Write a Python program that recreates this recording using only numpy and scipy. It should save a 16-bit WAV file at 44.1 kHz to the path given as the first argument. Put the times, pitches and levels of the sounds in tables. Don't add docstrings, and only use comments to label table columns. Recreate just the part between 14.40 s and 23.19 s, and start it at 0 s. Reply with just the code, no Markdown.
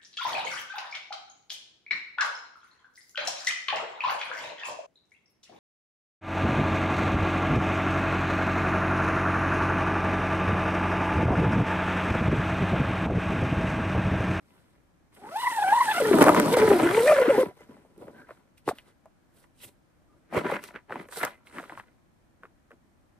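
import sys
import numpy as np
from scipy import signal
from scipy.fft import rfft, irfft
from scipy.io import wavfile
from scipy.ndimage import uniform_filter1d, map_coordinates

SR = 44100
rng = np.random.default_rng(int(sys.argv[2]) if len(sys.argv) > 2 else 0)


def pcm_store(signal):
    levels = np.round(np.clip(np.atleast_2d(signal), -1, 1) * 32767)
    wavfile.write(sys.argv[1], SR, levels.astype(np.int16).T)


N = 387624
STEP = 16


def from_db(db):
    return 10 ** (np.asarray(db) / 20)


def rms_one(x):
    return x / np.sqrt(np.mean(x ** 2) + 1e-20)


def in_time(rows):
    s, *columns = np.transpose(rows)
    t = np.arange(N) / SR
    return np.array([np.interp(t, s, column) for column in columns])


def at_hz(points, hz):
    points_hz, values = np.array(points).T
    return np.interp(np.log(hz), np.log(points_hz), values)


def drift(rate_hz):
    settle = 2000
    pole = np.exp(-2 * np.pi * rate_hz * STEP / SR)
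    noise = rng.standard_normal(N // STEP + 2 + settle)
    slow = signal.lfilter([1], [1, -2 * pole, pole * pole], noise)[settle:]
    return np.repeat(rms_one(slow), STEP)[:N]


def resonance(x, hz, width_hz):
    r = np.exp(-np.pi * width_hz / SR)
    numerator = np.array([1, 0, -1]) * (1 - r * r) / 2
    return signal.lfilter(numerator, [1, -2 * r * np.cos(2 * np.pi * hz / SR), r * r], x)


def bands(bass, treble, likeness):
    edges_hz = 22 * 2 ** np.arange(0, 9.7, .4)
    for k, (low, high) in enumerate(zip(edges_hz, edges_hz[1:])):
        source = bass if low < 3000 else treble
        band = signal.butter(2, [low, high], "band", fs=SR, output="sos")
        mid, side = signal.sosfilt(band, source[k % 2])
        hz = np.sqrt(low * high)
        alike = np.clip(at_hz(likeness, hz), -.99, .99)
        stereo = np.sqrt(1 + alike) * mid + np.sqrt(1 - alike) * side * [[1], [-1]]
        yield hz, np.sqrt(SR / 4.4) * stereo


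# f/Hz, relative level/dB per Hz
NIGHT_SPECTRUM = [(12, -32), (20, -2), (22, -5.5), (77, -1), (222, -4.5), (277, -2), (319, -6.5),
                  (422, -19), (499, -11), (1150, -18), (1480, -18), (2910, -29), (16000, -39.5)]
# f/Hz, left-right likeness/1
NIGHT_LIKENESS = [(60, 0.14), (380, 0.25), (2380, 0.043), (15000, 0.01)]
NIGHT_RMS_DB = -65


def night():
    white = rng.standard_normal((2, 2, N))
    out = 0
    for hz, sound in bands(white, white, NIGHT_LIKENESS):
        out = out + from_db(at_hz(NIGHT_SPECTRUM, hz) + 0.39 * drift(3.0)) * sound
    return from_db(NIGHT_RMS_DB) * rms_one(out)


RUSTLE_RANGE_DB = 33.5
RUSTLE_ROUND = 1.144


def swell(t, peak_s, rise_s, fall_s):
    distance = np.maximum((peak_s - t) / rise_s, (t - peak_s) / fall_s)
    return -RUSTLE_RANGE_DB * distance ** RUSTLE_ROUND


# t/s, swish level/dB, crumple re swish/dB, flap re what the speed gives/dB
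DOOR = [(0.72, -80, 10, -2), (0.75, -65.5, -6, -14), (0.85, -67.5, 11.5, 8.5), (1.0, -45, -8, -3),
        (1.31, -44.5, 1, 5), (1.47, -39.5, -2, 2), (1.75, -40.5, 6.5, 1.1), (1.8, -38.5, 4.5, 1.6),
        (1.82, -28.5, 7, -2.2), (1.83, -36.5, 11, -0.8), (1.95, -41, 3.5, 0.1), (2.0, -36, 13, 2.8),
        (2.01, -42.5, 8, -1.6), (2.11, -38.5, -1, 2.8), (2.14, -33, 3, 2), (2.16, -49.5, 11, 2.5),
        (2.17, -36, 7, 1.3), (2.23, -40.5, 11.5, 8.8), (2.45, -43.5, 13, -0.5), (2.69, -36.5, 2.5, -5.6),
        (2.87, -49.5, 17, 1.1), (3.01, -44.5, 8, 10), (3.15, -83, 11.5, 0.1), (3.18, -69, 7, 13)]
# peak t/s, rise/s, fall/s, flap level/dB, crumple level/dB, swish level/dB
RUSTLES = [(.15, 0.41, 0.6, -67.5, -69.5, -73.5), (3.088, 0.15, 0.058, -42.5, -53.5, -72),
           (3.208, 0.13, 0.18, -59, -60.5, -67), (3.298, 0.12, 0.67, -57.5, -67.5, -72.5),
           (3.612, 0.11, 0.42, -50.5, -68, -69.5), (3.801, 0.26, 0.13, -53.5, -61, -70.5),
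           (3.914, 0.16, 0.28, -60, -62, -72.5), (4.178, 0.015, 0.075, -88, -80, -66),
           (4.291, 0.038, 0.041, -36, -47, -39.5), (4.371, 0.15, 0.17, -65, -63, -65.5),
           (4.486, 0.098, 0.07, -63, -62, -67.5), (4.97, 0.066, .15, -65.5, -74.5, -69),
           (5.041, 0.16, 0.043, -67, -66, -71), (5.234, 0.084, 0.089, -64, -62, -50),
           (5.285, 0.11, 0.035, -57.5, -75, -58), (5.72, 0.14, 0.38, -68.5, -83.5, -90.5),
           (5.936, 0.031, 0.11, -38, -39.5, -57), (5.978, 0.066, 0.075, -24.5, -27, -45),
           (6.06, 0.078, 0.16, -34, -38.5, -59), (6.11, .1, 0.16, -37, -35, -52),
           (6.164, 0.24, 0.029, -44, -36, -61), (6.238, 0.047, 0.13, -56, -50, -53),
           (6.28, 0.094, 0.047, -62, -67, -56), (6.36, 0.079, 0.071, -51.5, -47.5, -72),
           (6.52, 0.046, 0.24, -45.5, -45.5, -64), (6.61, 0.15, 0.096, -47.5, -49, -63.5),
           (6.728, 0.041, 0.12, -60, -45, -48), (6.78, 0.078, 0.12, -51, -55, -43),
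           (6.835, 0.1, 0.12, -44, -29.5, -46), (6.9, .1, 0.25, -60, -64, -77),
           (7.07, .04, 0.18, -67, -57, -64.5), (7.171, 0.11, 0.31, -50, -48, -57.5),
           (7.3, 0.11, 0.31, -60, -54.5, -66), (7.392, 0.11, 0.055, -61, -50.5, -63),
           (8.04, 0.071, 0.097, -64, -67, -78), (8.33, .08, 0.072, -61, -73.5, -81)]
# peak t/s, rise/s, fall/s, level/dB
BRUSHES = [(.15, .2, .2, -76), (4.99, 0.13, 0.13, -65), (5.24, 0.041, 0.092, -44.5),
           (6.79, 0.14, 0.15, -42)]
# t/s, billow level/dB
THUDS = [(4.29, -28), (5.27, -51), (5.972, -29), (6.518, -42), (6.835, -51), (7.392, -49)]
THUD_S = 0.028
BILLOW_RE_FLAP_DB = -14.5
DOOR_FLAP_DB = 7.5
FLAP_DB_PER_OCTAVE = -16.5


def motion():
    t = np.arange(0, N, STEP) / SR
    teeth_hz = in_time(np.vstack(PULL))[0, ::STEP]
    swish_db, crumple_db, flap_db = in_time(DOOR)[:, ::STEP]
    flap_db = DOOR_FLAP_DB + flap_db + FLAP_DB_PER_OCTAVE * np.log2(teeth_hz / 400)
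    door_db = swish_db + [flap_db, crumple_db, 0 * t]
    power = from_db(door_db) ** 2 * (t > DOOR[0][0]) * (t < DOOR[-1][0])
    for s, rise_s, fall_s, *peak_db in RUSTLES:
        power += from_db(np.array(peak_db)[:, None] + swell(t, s, rise_s, fall_s)) ** 2
    brushes = sum(from_db(db + swell(t, s, rise_s, fall_s)) ** 2 for s, rise_s, fall_s, db in BRUSHES)
    thuds = sum(from_db(db - RUSTLE_RANGE_DB * np.abs(t - s) / THUD_S) ** 2 for s, db in THUDS)
    billow = power[0] * from_db(BILLOW_RE_FLAP_DB) ** 2 + thuds
    return np.vstack([billow, power, brushes])


def per_hz(spectrum, band_hz):
    hz = np.arange(*band_hz)
    power = np.sum(from_db(at_hz(spectrum, hz)) ** 2)
    return np.array(spectrum) - [0, 10 * np.log10(power)]


def clumps(per_s, fade_s, steady):
    buckles = (rng.random(N) < per_s / SR) * rng.exponential(1, N)
    return rms_one(steady + signal.lfilter([1], [1, -np.exp(-1 / (fade_s * SR))], buckles))


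# f/Hz, relative level/dB per Hz
BILLOW = [(20, -25.5), (40, -10.5), (80, -5), (130, 1), (200, -10.5), (300, -31)]
FLAP = [(70, -23.5), (130, -4.5), (200, 2), (400, 1.5), (650, -7.5), (1000, -10), (1600, -44.5)]
CRUMPLE = [(250, -25), (500, -2), (1000, -1.5), (1500, -0.5), (2200, -3.5), (3500, -18.5), (5500, -33),
           (9000, -54)]
SWISH = [(1500, -13.5), (3000, 1), (5500, -6), (7000, -12), (8700, -4.5), (11000, -6.5), (16500, -13.5)]
BRUSH = [(4000, -30), (7000, -6), (9500, 0), (13000, 3), (16500, -8)]
BILLOW_HZ, FLAP_HZ, CRUMPLE_HZ = (40, 140), (150, 330), (1100, 3200)
SWISH_HZ, BRUSH_HZ = (6000, 15000), (6000, 15000)
# f/Hz, left-right likeness/1
CLOTH_LIKENESS = [(30, 0.94), (60, 1), (130, 0.86), (300, 0.91), (600, 0.593), (1200, 0.47), (2500, .6),
                  (5000, 0.48), (12000, 0.058)]
# f/Hz, width/Hz, gain/dB before the common halving
PANEL = [(339.2, 23, -6.5), (582, 20, 6.5), (983.5, 17, 14), (1420, 160, 5.5), (2030, 48, 8.5)]


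def cloth():
    spectra = (BILLOW, FLAP, CRUMPLE, SWISH, BRUSH)
    shapes = map(per_hz, spectra, (BILLOW_HZ, FLAP_HZ, CRUMPLE_HZ, SWISH_HZ, BRUSH_HZ))
    layers = list(zip(motion(), shapes))
    white = rng.standard_normal((2, 2, N))
    bass = white * clumps(per_s=300, fade_s=0.0031, steady=1.0)
    treble = white * clumps(per_s=400, fade_s=.0015, steady=3.5)
    out = 0
    for hz, sound in bands(bass, treble, CLOTH_LIKENESS):
        power = 0
        for level, shape in layers:
            inside = shape[0, 0] < hz < shape[-1, 0]
            power = power + level * from_db(at_hz(shape, hz)) ** 2 * inside
        gain = np.repeat(np.sqrt(power), STEP)[:N]
        out = out + gain * from_db(1.8 * drift(15.0)) * sound
    out = signal.sosfilt(signal.butter(3, 75, "high", fs=SR, output="sos"), out)
    ringing = sum(from_db(db) * resonance(out, hz, width_hz) for hz, width_hz, db in PANEL)
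    return 0.69 * (out + ringing / 2)


# over the top, round the corner, along the foot
# t/s, tooth rate/Hz, fundamental level/dB rms, 2nd harmonic/dB rms, 3rd harmonic/dB rms
PULL = [
    [(0.78, 380.9, -68, -63, -79), (0.848, 401, -54.5, -48, -66), (0.89, 494, -60, -52.5, -71),
     (0.97, 847.6, -28, -49, -53), (1.018, 999.5, -39, -43, -46), (1.08, 991, -22, -32.5, -55),
     (1.098, 1018, -35.5, -47, -66), (1.112, 949, -37.5, -39, -58), (1.166, 938.0, -35.5, -42, -53),
     (1.2, 791, -21, -34, -56), (1.208, 814, -34, -43, -65.5), (1.226, 867, -21.5, -39, -42),
     (1.242, 760, -30, -34.5, -58), (1.284, 778.2, -23, -34, -40), (1.306, 838, -29, -32, -61),
     (1.336, 875, -15.5, -32.5, -42), (1.36, 971.6, -19, -44, -46), (1.392, 968, -24.5, -33.5, -62),
     (1.414, 988.6, -20.5, -38, -46), (1.44, 979, -30.5, -35, -72), (1.464, 928.6, -30.5, -42, -62.5),
     (1.484, 848, -27, -27.5, -56), (1.52, 844.2, -28, -36.5, -36), (1.54, 723, -46, -37, -48),
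     (1.584, 702, -28, -29, -36), (1.6, 640, -51, -30, -47)],
    [(1.6, 604.7, -19.5, -39, -44), (1.63, 440, -23, -50, -51.5), (1.652, 451.5, -25, -38, -32),
     (1.702, 408, -29, -45, -59), (1.722, 375.6, -28, -55.5, -39), (1.746, 308.6, -18.5, -26, -31),
     (1.772, 288.8, -28.5, -41, -45), (1.812, 307.7, -22, -30, -23.5), (1.85, 280.9, -27, -31.5, -37.5),
     (1.888, 302.1, -21.5, -18, -24.5), (1.924, 281.2, -34.5, -39.5, -44.5),
     (1.986, 300.6, -26.5, -32.5, -32.5), (2.0, 286.1, -29, -38, -49), (2.08, 296.3, -34, -37, -33.5),
     (2.1, 342.3, -31, -40, -48), (2.14, 485.8, -18, -33, -45), (2.186, 461.4, -33, -40, -46.5),
     (2.2, 416.5, -20.5, -37, -54.5), (2.258, 438, -18, -39.5, -38.5), (2.276, 405.2, -24, -38, -41),
     (2.324, 392.6, -20, -36, -50.5), (2.372, 360.3, -23.5, -32, -52), (2.386, 315.5, -28, -39, -39),
     (2.404, 303.3, -39, -33, -33), (2.456, 321.2, -18.5, -39, -50), (2.5, 357, -36.5, -40, -57)],
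    [(2.5, 365.3, -18, -30, -68), (2.504, 362, -30, -40, -50), (2.542, 419.9, -25.5, -40, -47),
     (2.58, 448.2, -21, -31.5, -56), (2.604, 449.6, -22.5, -35.5, -41), (2.64, 511.5, -20.5, -42, -54),
     (2.662, 542, -21.5, -48, -41.5), (2.678, 612.1, -18, -41.5, -30.5), (2.722, 613.0, -16.5, -27, -37),
     (2.734, 594, -14, -41, -49.5), (2.748, 562, -30.5, -40, -37.5), (2.768, 528, -27.5, -49, -58.5),
     (2.788, 554.7, -19.5, -38, -36.5), (2.802, 511, -20.5, -43, -50), (2.83, 490.8, -19.5, -34, -43.5),
     (2.836, 486, -40, -42.5, -36), (2.85, 510.8, -18, -38.5, -55), (2.864, 479.3, -25, -44, -57),
     (2.886, 481.2, -27, -59, -50), (2.908, 532.3, -11.5, -55, -46), (2.924, 466.4, -27, -40, -50),
     (2.954, 409, -26, -32, -56), (2.96, 398.8, -45, -41, -57), (3.0, 522.7, -17.5, -37.5, -51),
     (3.02, 505, -25, -39, -47), (3.06, 411, -52.5, -58, -65.5)],
]
FOURTH_RE_THIRD_DB = -3.5
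JERK = .22


def slider():
    teeth_hz, *harmonics_db = uniform_filter1d(in_time(np.vstack(PULL)), size=200)
    jerk = JERK * (800 / teeth_hz) ** .35
    tremble = .1 * drift(45.0) + .36 * np.tanh(drift(130.0) / 2)
    shaken_hz = teeth_hz * np.exp(jerk * uniform_filter1d(tremble, size=16))
    phase = 2 * np.pi * np.cumsum(shaken_hz) / SR
    force_db = 10 * jerk * drift(70.0) + 0.5 * drift(250.0)
    harmonics_db.append(harmonics_db[-1] + FOURTH_RE_THIRD_DB)
    out = 0
    for k, level_db in enumerate(harmonics_db):
        wander = 0.092 * k * uniform_filter1d(drift(42.0), size=16)
        flutter_db = 2.0 * drift(51.0) + 0.69 * k * drift(12.0)
        gain = uniform_filter1d(from_db(level_db + force_db + flutter_db), size=16)
        out = out + np.sqrt(2) * gain * np.sin((k + 1) * phase + wander)
    t = np.arange(N) / SR
    start_s, end_s = PULL[0][0][0], PULL[-1][-1][0]
    out = out * np.clip(np.minimum(t - start_s, end_s - t) / 0.0073, 0, 1)
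    return np.array([out, out])


# t/s, snap peak/dB, snap f/Hz, flap level/dB, flap f/Hz, crack level/dB
POPS = [(1.709, -32, 969, -9.5, 356, -43), (1.729, -17, 1549, -27, 487, -43),
        (1.741, -31, 926, -9.5, 262.1, -40), (1.752, -38, 946.6, -18, 342, -31.5),
        (1.784, -14.5, 1000, -14, 374, -33), (1.824, -8.5, 1033, -19, 290.1, -19.5),
        (1.839, -9, 993, -35, 240, -24), (1.862, -12, 1030, -11, 570, -34),
        (1.881, -6, 1341, -11.5, 601, -27), (1.89, -7.5, 940, -23, 600, -25.5),
        (1.945, -9.5, 995, -27, 355, -30.5), (1.962, -13, 968, -28, 265.8, -41),
        (1.997, -16.5, 1023, -29, 305.4, -23), (2.057, -22, 930, -23, 374, -32),
        (2.168, -19, 846, -10.5, 492, -30), (2.313, -18, 912, -10, 364.9, -50),
        (2.876, -42, 1865, -13.5, 310, -60), (2.9, -33, 915, -17, 538, -44),
        (2.977, -36, 944, -13.5, 345.3, -45), (3.027, -25, 884, -18, 341.8, -43),
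        (3.083, -48, 973, -37.5, 419.7, -63), (3.108, -56, 1034, -46, 593, -70),
        (3.205, -63, 1970, -43.5, 500, -62), (3.29, -76, 958, -41, 234, -77),
        (3.365, -54, 1380, -50, 662, -72), (3.447, -61.5, 954, -48.5, 490, -78),
        (3.577, -70, 800, -43, 343, -59), (3.612, -70.5, 830, -41.5, 470, -70),
        (3.679, -43, 1210, -38, 470, -68), (3.889, -41, 1170, -44, 583, -72),
        (3.905, -32, 1110, -36.5, 580, -62), (4.177, -51, 2370, -83.5, 200, -66),
        (4.276, -20, 865, -16, 432, -48), (4.287, -16, 1015, -35, 560, -41),
        (4.308, -35, 1000, -26, 640, -62), (4.325, -54, 834, -41.5, 261, -72),
        (4.383, -32, 2580, -56, 610, -53), (4.655, -46, 920, -47.5, 613, -64),
        (5.924, -34, 810, -34, 553, -70), (5.944, -26.5, 848, -23, 500, -46),
        (5.962, -30, 1220, -24, 400, -45), (5.974, -20, 910, -20.5, 450, -52),
        (6.05, -29, 1360, -23, 370, -58), (6.097, -26, 856, -23.5, 720, -58),
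        (6.114, -22, 960, -20.5, 495, -50), (6.157, -23, 1390, -35.5, 324, -61),
        (6.237, -31, 2300, -57, 484, -39.5), (6.305, -40, 1470, -46.5, 674, -68),
        (6.35, -35, 1380, -49, 635, -69), (6.358, -26, 1490, -43, 487, -67),
        (6.494, -38.5, 1550, -40, 703, -71), (6.504, -28, 870, -35.5, 452, -65),
        (6.521, -21, 1270, -33.5, 486, -66), (6.555, -24.5, 875, -38, 272, -58),
        (6.685, -40, 1410, -46.5, 517, -56), (6.77, -38, 1680, -32.5, 520, -34),
        (6.829, -18, 1400, -25.5, 550, -33), (6.848, -21.5, 1080, -28.5, 580, -26),
        (7.068, -37.5, 2100, -65, 401, -70), (7.182, -23, 1330, -38, 270, -47),
        (7.196, -33, 1420, -37, 665, -60), (7.227, -38, 1420, -42, 510, -64),
        (7.237, -34.5, 1200, -58, 318, -59), (7.294, -30.5, 1590, -40.5, 730, -66),
        (7.32, -34, 880, -43.5, 240, -65), (7.373, -31, 926, -61, 565, -66),
        (7.396, -28, 1270, -57, 201, -58), (8.032, -33.5, 1256, -49, 433, -75),
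        (8.051, -38, 1238, -65, 401, -76), (8.305, -44.5, 1270, -50, 512, -69),
        (8.314, -43, 1430, -58, 552, -70)]
FLAP_CREST_DB, CRACK_CREST_DB = 0.5, 3.5
POP_T60_S, POP_SPREAD_DB = .053, 2


def pops():
    t = np.arange(3000) / SR
    out = np.zeros((2, N + len(t)))
    noise, chance = rng.standard_normal((len(POPS), 4, len(t))), rng.standard_normal(len(POPS))
    soft = signal.butter(2, 3000, fs=SR, output="sos")
    bright = signal.butter(2, 3500, "high", fs=SR, output="sos")
    dying = (1 - np.exp(-(t / 0.0015) ** 2)) * from_db(-60 * t / POP_T60_S)
    crack_decay = (t > .002) * np.exp((.002 - t) / 0.0015)
    for row, (shake, jolt, *hiss), side in zip(POPS, noise, chance):
        s, snap_db, snap_hz, flap_db, flap_hz, crack_db = row
        jolt = jolt + 3.93 * (np.abs(t - .0025) < .00006)
        flap = resonance(resonance(shake * dying, flap_hz, .5 * flap_hz), flap_hz, .5 * flap_hz)
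        snap = resonance(resonance(jolt * dying ** 0.91, snap_hz, .8 * snap_hz), snap_hz, .8 * snap_hz)
        body = from_db(flap_db + FLAP_CREST_DB) * flap / np.abs(flap).max()
        body = body + from_db(snap_db) * snap / np.abs(snap).max()
        body = signal.sosfilt(soft, body)
        crack = signal.sosfilt(bright, np.array(hiss) * crack_decay) * from_db(crack_db + CRACK_CREST_DB)
        pan_db = POP_SPREAD_DB * side
        i = round(s * SR)
        out[:, i:i + len(t)] += (body + crack) * from_db([[pan_db / 2], [-pan_db / 2]])
    return out[:, :N]


# t/s, length/s, f/Hz, width/Hz, rms level before the fades/dB
SQUEAKS = [(3.182, 0.041, 2050, 150, -62), (3.729, 0.15, 1550, 203, -57.5),
           (5.689, 0.063, 1212, 40.2, -67.5)]


def squeaks():
    out = np.zeros(N)
    for s, length_s, hz, width_hz, db in SQUEAKS:
        i, n = round(s * SR), round(length_s * SR)
        rub = resonance(resonance(rng.standard_normal(8000), hz, width_hz), hz, width_hz)[-n:]
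        out[i:i + n] += from_db(db) * rms_one(rub) * np.hanning(n) ** .5
    return out


# t/s, lag of left port/samples
LAG = [(0, 5), (1.0, 4.5), (2.2, 3), (2.6, -0.5), (3.2, -4.5), (4.0, -3), (8.79, 5)]


def scene():
    left, right = cloth() + slider() + pops() + squeaks()
    late = np.arange(N) - in_time(LAG)[0]
    return np.array([map_coordinates(left, [late], order=3), right]) + night()


# f/Hz, left re right/dB
PORTS = [(60, 2), (130, 1), (1000, 0.65), (3000, 0), (5000, 1), (6500, 10), (8000, -12), (10000, -10),
         (12000, -1), (15000, -1.5)]
CUTOFF_HZ = 15900


def record(dry):
    hz = np.maximum(np.fft.rfftfreq(N, 1 / SR), 1)
    tilt = from_db(at_hz(PORTS, hz) / 2)
    wet = irfft(rfft(dry) * [tilt, 1 / tilt], N)
    top_cut = signal.cheby2(12, 70, CUTOFF_HZ + 350, fs=SR, output="sos")
    return signal.sosfilt(top_cut, 1.415 * np.tanh(wet / 1.26))


dry = scene()
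out = record(dry)
pcm_store(out)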